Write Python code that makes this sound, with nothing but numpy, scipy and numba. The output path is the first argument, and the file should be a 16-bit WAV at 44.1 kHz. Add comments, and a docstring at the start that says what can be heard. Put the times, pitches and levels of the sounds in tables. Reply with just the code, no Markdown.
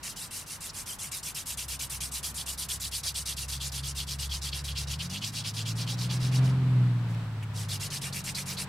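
"""A hand drill: palms roll a wooden spindle to and fro in a fireboard socket, about nine strokes a second.
Each stroke is shaped noise from snapping fibres, with a jerk at some break-aways; a pitched chatter peaks with
the pressure, and board modes ring. The hands pause once to climb the spindle; slips squeak and tick.
A motor vehicle nears, revs up and passes: harmonics of its firing rate, exhaust and tyre noise.
Behind it: faint road noise, air, distant rumble and a thin whine, all filtered noise."""
import sys
import numpy as np
from scipy import signal
from scipy.fft import rfft, irfft
from scipy.io import wavfile
from scipy.ndimage import uniform_filter1d
from numba import njit

SR = 44100
rng = np.random.default_rng(int(sys.argv[2]) if len(sys.argv) > 2 else 0)


def master(y):
    """Save y as 16-bit WAV."""
    cut = np.clip(np.atleast_2d(y).T, -1, 1)
    pcm = np.round(cut * 32767)  # scale
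    wavfile.write(sys.argv[1], SR, pcm.astype(np.int16))


N = 382788
TIME_S = np.arange(N) / SR
BINS_HZ = np.maximum(np.arange(N // 2 + 1) * SR / N, 1)

# Background spectrum: f/Hz, level/dB
OUTDOOR_SPECTRUM = [(20, -18), (45, 2.5), (100, -3), (170, -2), (260, -6.5), (400, -15), (650, -14),
                    (950, -7.5), (1500, -10.5), (2500, -17.5), (5000, -23), (10000, -32), (12000, -31),
                    (16000, -35)]
# Distant traffic: t/s, level/dB
FAR_ROAD_LEVEL = [(0, -58), (1, -61.5), (7.3, -64), (8.68, -47.5)]
# Tyre noise spectrum: f/Hz, level/dB
TYRE_SPECTRUM = [(100, 6), (250, -5.5), (400, 3), (600, 0.5), (950, 0.5), (1700, -3), (3000, -6),
                 (4200, -9), (6000, -21), (10000, -23), (15000, -56)]
# Exhaust spectrum: f/Hz, level/dB
EXHAUST_SPECTRUM = [(40, -11.5), (80, -6), (122, 0.5), (140, 2), (155, -3), (172, -1.5), (205, -12.5),
                    (300, -15), (400, -29), (700, -57.5)]
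# Left-right likeness, background and vehicle noise: f/Hz, correlation/1
FAR_LIKENESS = [(25, 0.67), (70, 0.84), (130, 0.76), (250, 0.79), (500, 0.82), (1000, 0.78), (3000, 0.11),
                (10000, 0.1)]
# Engine speed, sharp rev-up at 5 s: t/s, firing rate/Hz
ENGINE_SPEED = [(1.3, 63.97), (3.3, 66.65), (4.92, 69.5), (5.2, 102.2), (5.5, 106), (6.2, 125.1),
                (6.4, 129.1), (6.57, 129.9), (6.78, 124.8), (7.25, 110.6), (8.1, 92.6), (8.68, 94.4)]
# Exhaust boom at ROAD_M: t/s, firing tone/dB, octave/dB
EXHAUST_BOOM = [(1.3, -41, -50), (1.7, -25, -31), (3, -28.5, -39.5), (3.6, -23.5, -29.5),
                (4.93, -25.5, -32), (5.06, -34, -29), (5.22, -33, -42), (5.55, -29, -54), (6.2, -28, -51.5),
                (6.4, -19.5, -39.5), (6.57, -25.5, -45), (6.78, -18, -35.5), (7, -25.5, -45),
                (7.25, -29.5, -49), (7.5, -25.5, -53), (7.75, -26.5, -48), (7.95, -40, -39),
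                (8.68, -34, -29)]
# Unequal cylinders: multiple of the engine cycle rate/1, relative level/dB
CYLINDER_LINES = [(4, -12), (5, -16), (7, -6.5), (8, -6), (9, -1), (10, -6), (13, -6.5), (14, -8.5),
                  (15, -6.5), (16, -9.5)]
# Spells of drilling, hands climbing between: from t/s, to t/s, first stroke,
# place of hardest press in a push/share of stroke, same in a pull/share of stroke
DRILLING_SPELLS = [(0, 6.533, "push", 0.25, 0.56), (7.5, 8.655, "pull", 0.41, 0.43)]
# Palm rolls: start t/s, relative grinding level/dB, break-away jerk/share of full grinding (<= 0: none)
PALM_STROKES = [(0.027, -36, 1.2), (0.158, -38, 0.9), (0.305, -37, .5), (0.46, -39, 0.4), (0.602, -38, 0.6),
                (0.73, -37, 0.2), (0.857, -36.5, .7), (0.984, -36.5, .5), (1.113, -35.5, 1.4),
                (1.227, -35.5, 0.7), (1.344, -35.5, 1.1), (1.455, -35, 0.6), (1.57, -35, 1.5),
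                (1.679, -35, 1), (1.79, -34.5, 1.6), (1.895, -36, 1), (2.003, -34.5, 2.2),
                (2.113, -36.5, 0.8), (2.227, -35, 1.3), (2.34, -36, 0.5), (2.458, -36, 1.1),
                (2.574, -35.5, 0.9), (2.684, -35, 1.1), (2.796, -35, 0.5), (2.911, -35, 0.5),
                (3.03, -34.5, .6), (3.14, -34.5, 0.5), (3.253, -33.5, .6), (3.363, -36, 0.7),
                (3.48, -35, 1.2), (3.592, -35, -0.1), (3.717, -35.5, 1), (3.822, -35.5, -0.5),
                (3.947, -34, 0.3), (4.065, -36, .3), (4.184, -34.5, 0.7), (4.287, -36, -1),
                (4.413, -33, .5), (4.511, -36, -1), (4.638, -37, 1.7), (4.744, -35, -1), (4.869, -35.5, .5),
                (4.985, -36, 0.3), (5.095, -36, 0.6), (5.204, -35, -0.1), (5.314, -36, 0), (5.433, -35, 0),
                (5.535, -36.5, 0.5), (5.647, -36, -0.2), (5.75, -38, 0.2), (5.858, -36.5, -1.1),
                (5.968, -37.5, .1), (6.085, -36.5, 0), (6.185, -39.5, 0), (6.309, -35.5, 0),
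                (6.404, -44, 0), (7.531, -37.5, -1.1), (7.683, -31.5, 0.3), (7.796, -32, 0.7),
                (7.901, -31.5, 0.5), (8.012, -33, 1), (8.125, -33, 0.8), (8.237, -33.5, 0.5),
                (8.345, -34.5, .6), (8.455, -36.5, 0.6), (8.566, -36.5, -0.5)]
# Bearing down: t/s, chatter re grinding/dB, chatter pitch at hardest press/Hz
TIP_CHATTER = [(0.1, -12, 1950), (0.4, -22, 2200), (0.9, -17, 2290), (1.15, -9.5, 2400), (1.5, -7, 2840),
               (2.05, -8, 2650), (2.35, -5.5, 3280), (4.4, -4.5, 3220), (4.9, -2.5, 2980),
               (6.15, -2.5, 3000), (6.47, -11.5, 2280), (7.6, -16.5, 3750), (7.73, -8, 3830),
               (7.85, -11, 3140), (7.95, -8.5, 2380), (8.6, -6.5, 2021)]
# Socket wear: t/s, treble shelf/dB, board ring/dB
SOCKET_WEAR = [(0, -2, -8), (1, -0.5, -11), (2, 0.5, -7), (2.8, 1, -4), (3.4, -2.5, -3.5), (5, -9, -4),
               (5.8, -8, -1.5), (6.5, -10.5, -5), (8.1, -6.5, -11), (8.68, 0.5, -1.5)]
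# Grinding spectrum: f/Hz, level/dB
GRIT_SPECTRUM = [(400, -14.5), (930, -12.5), (1500, -10.5), (2100, -7), (2650, -8), (4000, -11),
                 (5600, 0.5), (7000, 0), (8400, 4), (10300, 2.5), (12000, -2), (13500, -6), (15000, -12),
                 (16000, -34)]
# Spindle and board modes: f/Hz, width/Hz, level/dB
BOARD_MODES = [(2344, 140, 2), (2910, 50, -5.5), (3330, 160, -0.5), (3903, 296, 10), (4520, 540, 12),
               (5370, 1670, 8.5)]
# Spindle slips and knocks: t/s, f/Hz, width per filter pass/Hz, length/s, level before envelope/dB
SPINDLE_SLIPS = [(0.692, 5000, 3000, 0.022, -39), (4.317, 3200, 250, 0.012, -33.5),
                 (5.005, 2930, 500, 0.01, -36), (5.422, 3220, 1500, 0.007, -45),
                 (7.084, 6990, 9050, 0.084, -60.5), (7.146, 3000, 6000, 0.0057, -49),
                 (7.424, 2605, 1210, 0.028, -46.5), (7.426, 6520, 11050, 0.026, -53),
                 (7.902, 4600, 4000, 0.013, -43), (8.125, 4200, 1800, .018, -40),
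                 (8.346, 4430, 1400, 0.038, -35.5), (8.567, 4130, 1500, .04, -36)]
# Left-right likeness of the drill: f/Hz, correlation/1
NEAR_LIKENESS = [(1000, 0.27), (2500, 0.87), (5000, 0.86), (8000, 0.6), (13000, 0.94)]

PASSES_S, SPEED_M_S, ROAD_M = 6.46, 16, 6.46  # closest moment, speed, closest distance
THROB_DB, TYRE_DB = -33.5, -43  # at ROAD_M, abeam
THROB_REAR_DB, TYRE_REAR_DB = 1.3, 1.2  # added behind the vehicle, taken off ahead of it
REST_S, OVERLAP_S = 0.0087, 0.0035  # stuck tip rests before a reversal; free tip rubs on past it
STICKS_FROM = 0.14  # jerk at which the tip counts as fully stuck
LET_GO_S = 0.0061  # rise time of the break-away
TOP_HZ = 15850


def undb(db):
    """Decibels to gain."""
    return 10 ** (np.asarray(db) / 20)


def unit(x):
    """Scale to rms 1."""
    return x / np.sqrt(np.mean(x ** 2) + 1e-18)


def curves(table):
    """Columns of a (t/s, ...) table, interpolated to every sample."""
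    t_s, *columns = np.transpose(table)
    return [np.interp(TIME_S, t_s, column) for column in columns]


def at(points, hz):
    """Read (f/Hz, value) points on a log-frequency axis."""
    f_hz, value = np.transpose(points)
    return np.interp(np.log(hz), np.log(f_hz), value)


def colour(x, points):
    """Filter by (f/Hz, level/dB) points, then scale to rms 1."""
    return unit(irfft(rfft(x) * undb(at(points, BINS_HZ)), N))


def walk(rate_hz):
    """Slow chance: random levels held 1 / rate_hz and smoothed twice; spread near 1."""
    hold = max(int(SR / rate_hz), 1)
    steps = np.repeat(rng.standard_normal(N // hold + 1), hold)
    return 1.68 * uniform_filter1d(uniform_filter1d(steps, hold), hold)[:N]


def stereo(pair, likeness):
    """Mix two unrelated sounds into left and right, correlated per frequency."""
    c = np.clip(at(likeness, BINS_HZ), 0, .999)
    mid, side = irfft(rfft(pair) * np.sqrt([(1 + c) / 2, (1 - c) / 2]), N)
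    return np.array([mid + side, mid - side])


@njit
def svf(x, hz, width_hz):
    """State-variable band-pass with a moving centre, gain 1 there."""
    y, band, low = np.empty(len(x)), 0., 0.
    for i in range(len(x)):
        g, k = np.tan(np.pi * hz[i] / SR), width_hz / hz[i]
        v = (band + g * (x[i] - low)) / (1 + g * (g + k))
        band, low, y[i] = 2 * v - band, low + 2 * g * v, k * v
    return y


def resonate(pair, hz, width_hz):
    """Both channels through one resonance."""
    centre_hz = np.clip(hz + np.zeros(pair.shape[1]), 20, 18000)
    return np.array([svf(x, centre_hz, float(width_hz)) for x in pair])


def resonate_twice(pair, hz, width_hz):
    """Two equal resonances in series: steeper skirts."""
    return resonate(resonate(pair, hz, width_hz), hz, width_hz)


def outdoors(air_db=-50, whine_hz=7890, whine_width_hz=140, whine_db=-72):
    """Distant rumble and air as shaped noise that swells gently, plus a thin high whine."""
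    swell_db = .6 * walk(3)
    air = colour(rng.standard_normal((2, N)), OUTDOOR_SPECTRUM) * undb(air_db + swell_db)
    whine = unit(resonate_twice(rng.standard_normal((2, N)), whine_hz, whine_width_hz))
    return stereo(air + undb(whine_db) * whine, FAR_LIKENESS)


def far_road():
    """Distant traffic: tyre-coloured noise of varying level."""
    road_db, = curves(FAR_ROAD_LEVEL)
    noise = colour(rng.standard_normal((2, N)), TYRE_SPECTRUM)
    return stereo(noise * undb(road_db), FAR_LIKENESS)


def drive_past():
    """Straight road: 1/distance level/dB, and aspect from -1 (coming) to 1 (going)."""
    along_m = SPEED_M_S * (TIME_S - PASSES_S)
    distance_m = np.hypot(along_m, ROAD_M)
    return 20 * np.log10(ROAD_M / distance_m), along_m / distance_m


def vehicle(third_db=-10, rumble_db=-1, waver_db=1.9, flutter_db=1.3, cylinders=6):
    """Six-cylinder engine: firing harmonics, unequal-cylinder lines, exhaust rumble; and tyres."""
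    firing_hz, = curves(ENGINE_SPEED)
    firing_db, octave_db = curves(EXHAUST_BOOM)
    distance_db, aspect = drive_past()
    throb_db = THROB_DB + THROB_REAR_DB * aspect
    road_db = TYRE_DB + TYRE_REAR_DB * aspect
    phase = 2 * np.pi * np.cumsum(firing_hz * (1 + 0.0017 * walk(25))) / SR
    third_gain = undb(third_db) * (firing_hz / firing_hz.max()) ** 3  # harder at high revs
    overtones = np.sin(2 * phase) + third_gain * np.sin(3 * phase)
    tone = undb(firing_db + flutter_db * walk(14)) * np.sin(phase)
    tone = tone + undb(octave_db + waver_db * walk(9)) * overtones
    tone = tone * np.clip(TIME_S / 1.3, 0, 1) ** 2  # comes into earshot
    for order, db in CYLINDER_LINES:
        share = round(order) / cylinders
        line_db = throb_db + db + at(EXHAUST_SPECTRUM, share * firing_hz)
        gain = undb(line_db + waver_db * walk(8.8))
        tone = tone + gain * np.sin(share * phase + 2 * np.pi * rng.random())
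    rumble = colour(rng.standard_normal((2, N)), EXHAUST_SPECTRUM) * undb(road_db + rumble_db)
    bumps_db = 1.1 * walk(12)
    tyres = colour(rng.standard_normal((2, N)), TYRE_SPECTRUM) * undb(road_db + bumps_db)
    return (np.sqrt(2) * tone + stereo(rumble + tyres, FAR_LIKENESS)) * undb(distance_db)


def surroundings(pair, wet_db=-18, t60_s=0.093):
    """Ground, legs and foliage scatter back a faint, short tail: decaying noise, convolved."""
    t_s = TIME_S[:SR // 3]
    echoes = rng.standard_normal((2, len(t_s))) * undb(-60 * t_s / t60_s)
    echoes = echoes / np.sqrt(np.sum(echoes ** 2, axis=1, keepdims=True))
    return pair + undb(wet_db) * signal.fftconvolve(pair, echoes, axes=1)[:, :N]


def small_slips():
    """Brief squeaks and ticks as the tip shifts in its socket: enveloped resonant noise."""
    out = np.zeros((2, N))
    noise = rng.standard_normal((2, N))
    for start_s, hz, width_hz, length_s, db in SPINDLE_SLIPS:
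        span = slice(int(start_s * SR), int((start_s + length_s) * SR))
        ring = unit(resonate_twice(noise[:, span], hz, width_hz))
        envelope = np.sin(np.pi * np.linspace(0, 1, ring.shape[1]) ** 0.54)
        out[:, span] += undb(db) * ring * envelope
    return out


def grains(rate_hz, scatter_db):
    """Wood fibres snapping: dense clicks of very unequal size."""
    hit = rng.random(N) < rate_hz / SR
    size = undb(scatter_db * np.minimum(rng.exponential(size=N), 5))
    return unit(hit * size * rng.standard_normal((2, N)))


def squeaklets(rate_hz=420, low_hz=2700, high_hz=11000, ring_s=0.0058, scatter_db=3):
    """Single fibres catch and sing for a few milliseconds, each at its own pitch."""
    out, t_s = np.zeros(N + 1024), TIME_S[:1024]
    count = int(rate_hz * N / SR)
    for when, pitch, luck in rng.random((count, 3)):
        hz = low_hz * (high_hz / low_hz) ** (pitch ** 1.5)
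        start = int(when * N)
        gain = undb(-scatter_db * np.log(luck + 0.027))
        envelope = t_s * np.exp(-2 * t_s / ring_s)
        out[start:start + len(t_s)] += gain * np.sin(2 * np.pi * hz * t_s) * envelope
    return unit(out[:N])


def clumpy(x, tilt_db, clump_db, count=13):
    """Dust clumps independently in each band; socket wear moves a treble shelf around 6.5 kHz."""
    centres_hz = np.geomspace(1800, 14000, count)
    spectrum, out = rfft(x), 0
    for hz, pick in zip(centres_hz, np.eye(count)):
        band = irfft(spectrum * np.interp(BINS_HZ, centres_hz, pick), N)
        shelf_db = tilt_db / (1 + (6500 / hz) ** 6)
        out = out + band * undb(shelf_db + clump_db * walk(90))
    return out


def board(pair):
    """The wood rings in its modes; neighbouring modes swing in opposite senses."""
    out = 0
    for k, (hz, width_hz, db) in enumerate(BOARD_MODES):
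        out = out + (-1) ** k * undb(db) * resonate(pair, hz, width_hz)
    return unit(out)


def strokes():
    """Alternate push and pull to the next reversal: start/s, stop/s, level/dB, jerk, hardest press."""
    for begin_s, end_s, first, push_peak, pull_peak in DRILLING_SPELLS:
        rows = [row for row in PALM_STROKES if begin_s <= row[0] < end_s]
        stops_s = [start_s - np.interp(jerk, [0, STICKS_FROM], [-OVERLAP_S, REST_S])
                   for start_s, _, jerk in rows[1:]] + [end_s]
        peaks = (push_peak, pull_peak) if first == "push" else (pull_peak, push_peak)
        for k, ((start_s, db, jerk), stop_s) in enumerate(zip(rows, stops_s)):
            yield start_s, stop_s, db, max(jerk, 0), peaks[k % 2]


def hands(swell=1.26, chatter_span=0.17, chatter_rise=0.22):
    """Palm speed sets the grinding; pressure sets chatter strength and pitch/Hz."""
    grind, chatter, pitch_hz = np.zeros(N), np.zeros(N), np.full(N, 3000.)
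    bearing_down = np.array(curves(TIP_CHATTER))
    for start_s, stop_s, db, jerk, peak in strokes():
        span = slice(int(start_s * SR), min(int(stop_s * SR), N))
        chatter_db, hz = bearing_down[:, (span.start + span.stop) // 2]
        u = np.clip((TIME_S[span] - start_s) / (stop_s - start_s), 0, 1)  # share of stroke
        speed = np.abs(np.sin(np.pi * u))
        # stuck tip breaks loose, then follows the palms
        let_go = jerk * np.clip((TIME_S[span] - start_s) / LET_GO_S, 0, 1) * (1 - u) ** 2
        grind[span] += undb(db) * unit(speed ** swell + let_go)
        # strongest and lowest at the hardest press
        press = np.exp(-.5 * ((u - peak) / chatter_span) ** 2)
        chatter[span] += undb(db + chatter_db) * press * np.minimum(2 * speed, 1)
        pitch_hz[span] = hz * (1 + chatter_rise * (1 - press))
    return grind, chatter, pitch_hz


def spindle(grind_db=-4.0, chatter_db=-1, overtone=1.16, overtone_db=-4, coupling_db=3.0,
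            stutter_db=2.0, patchy_db=2, width_hz=850):
    """Dust grinds in the socket, the tip chatters in sliding resonances, both ring the board."""
    grind, chatter, pitch_hz = hands()
    tilt_db, ring_db = curves(SOCKET_WEAR)
    dust = colour(grains(rate_hz=16000, scatter_db=1.9), GRIT_SPECTRUM)
    dust = dust + undb(-8) * np.array([squeaklets(), squeaklets()])
    dust = clumpy(dust, tilt_db, clump_db=1.8)
    ring = board(grains(rate_hz=6000, scatter_db=0.5)) * undb(ring_db + patchy_db * walk(90))
    scrape = (dust + ring) * grind * undb(grind_db)
    slips = grains(rate_hz=3500, scatter_db=1.15)
    low = unit(resonate_twice(slips, pitch_hz, width_hz))
    high = unit(resonate_twice(slips, pitch_hz * overtone, 2 * width_hz))
    tip = low + undb(overtone_db) * high
    coupled = unit(tip + undb(coupling_db + ring_db / 2) * board(tip))
    rasp = coupled * chatter * undb(chatter_db + stutter_db * walk(160))
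    return surroundings(stereo(scrape + rasp + small_slips(), NEAR_LIKENESS))


def scene(balance_db=0.03):
    """Drill close by, road further off; balance_db is left over right."""
    side_db = np.array([[balance_db], [-balance_db]]) / 2
    return (outdoors() + far_road() + vehicle() + spindle()) * undb(side_db)


def record(dry):
    """The recorder cuts the top: steep elliptic low-pass at TOP_HZ."""
    return signal.sosfilt(signal.ellip(10, .2, 70, TOP_HZ, fs=SR, output="sos"), dry)


dry = scene()
out = record(dry)
master(out)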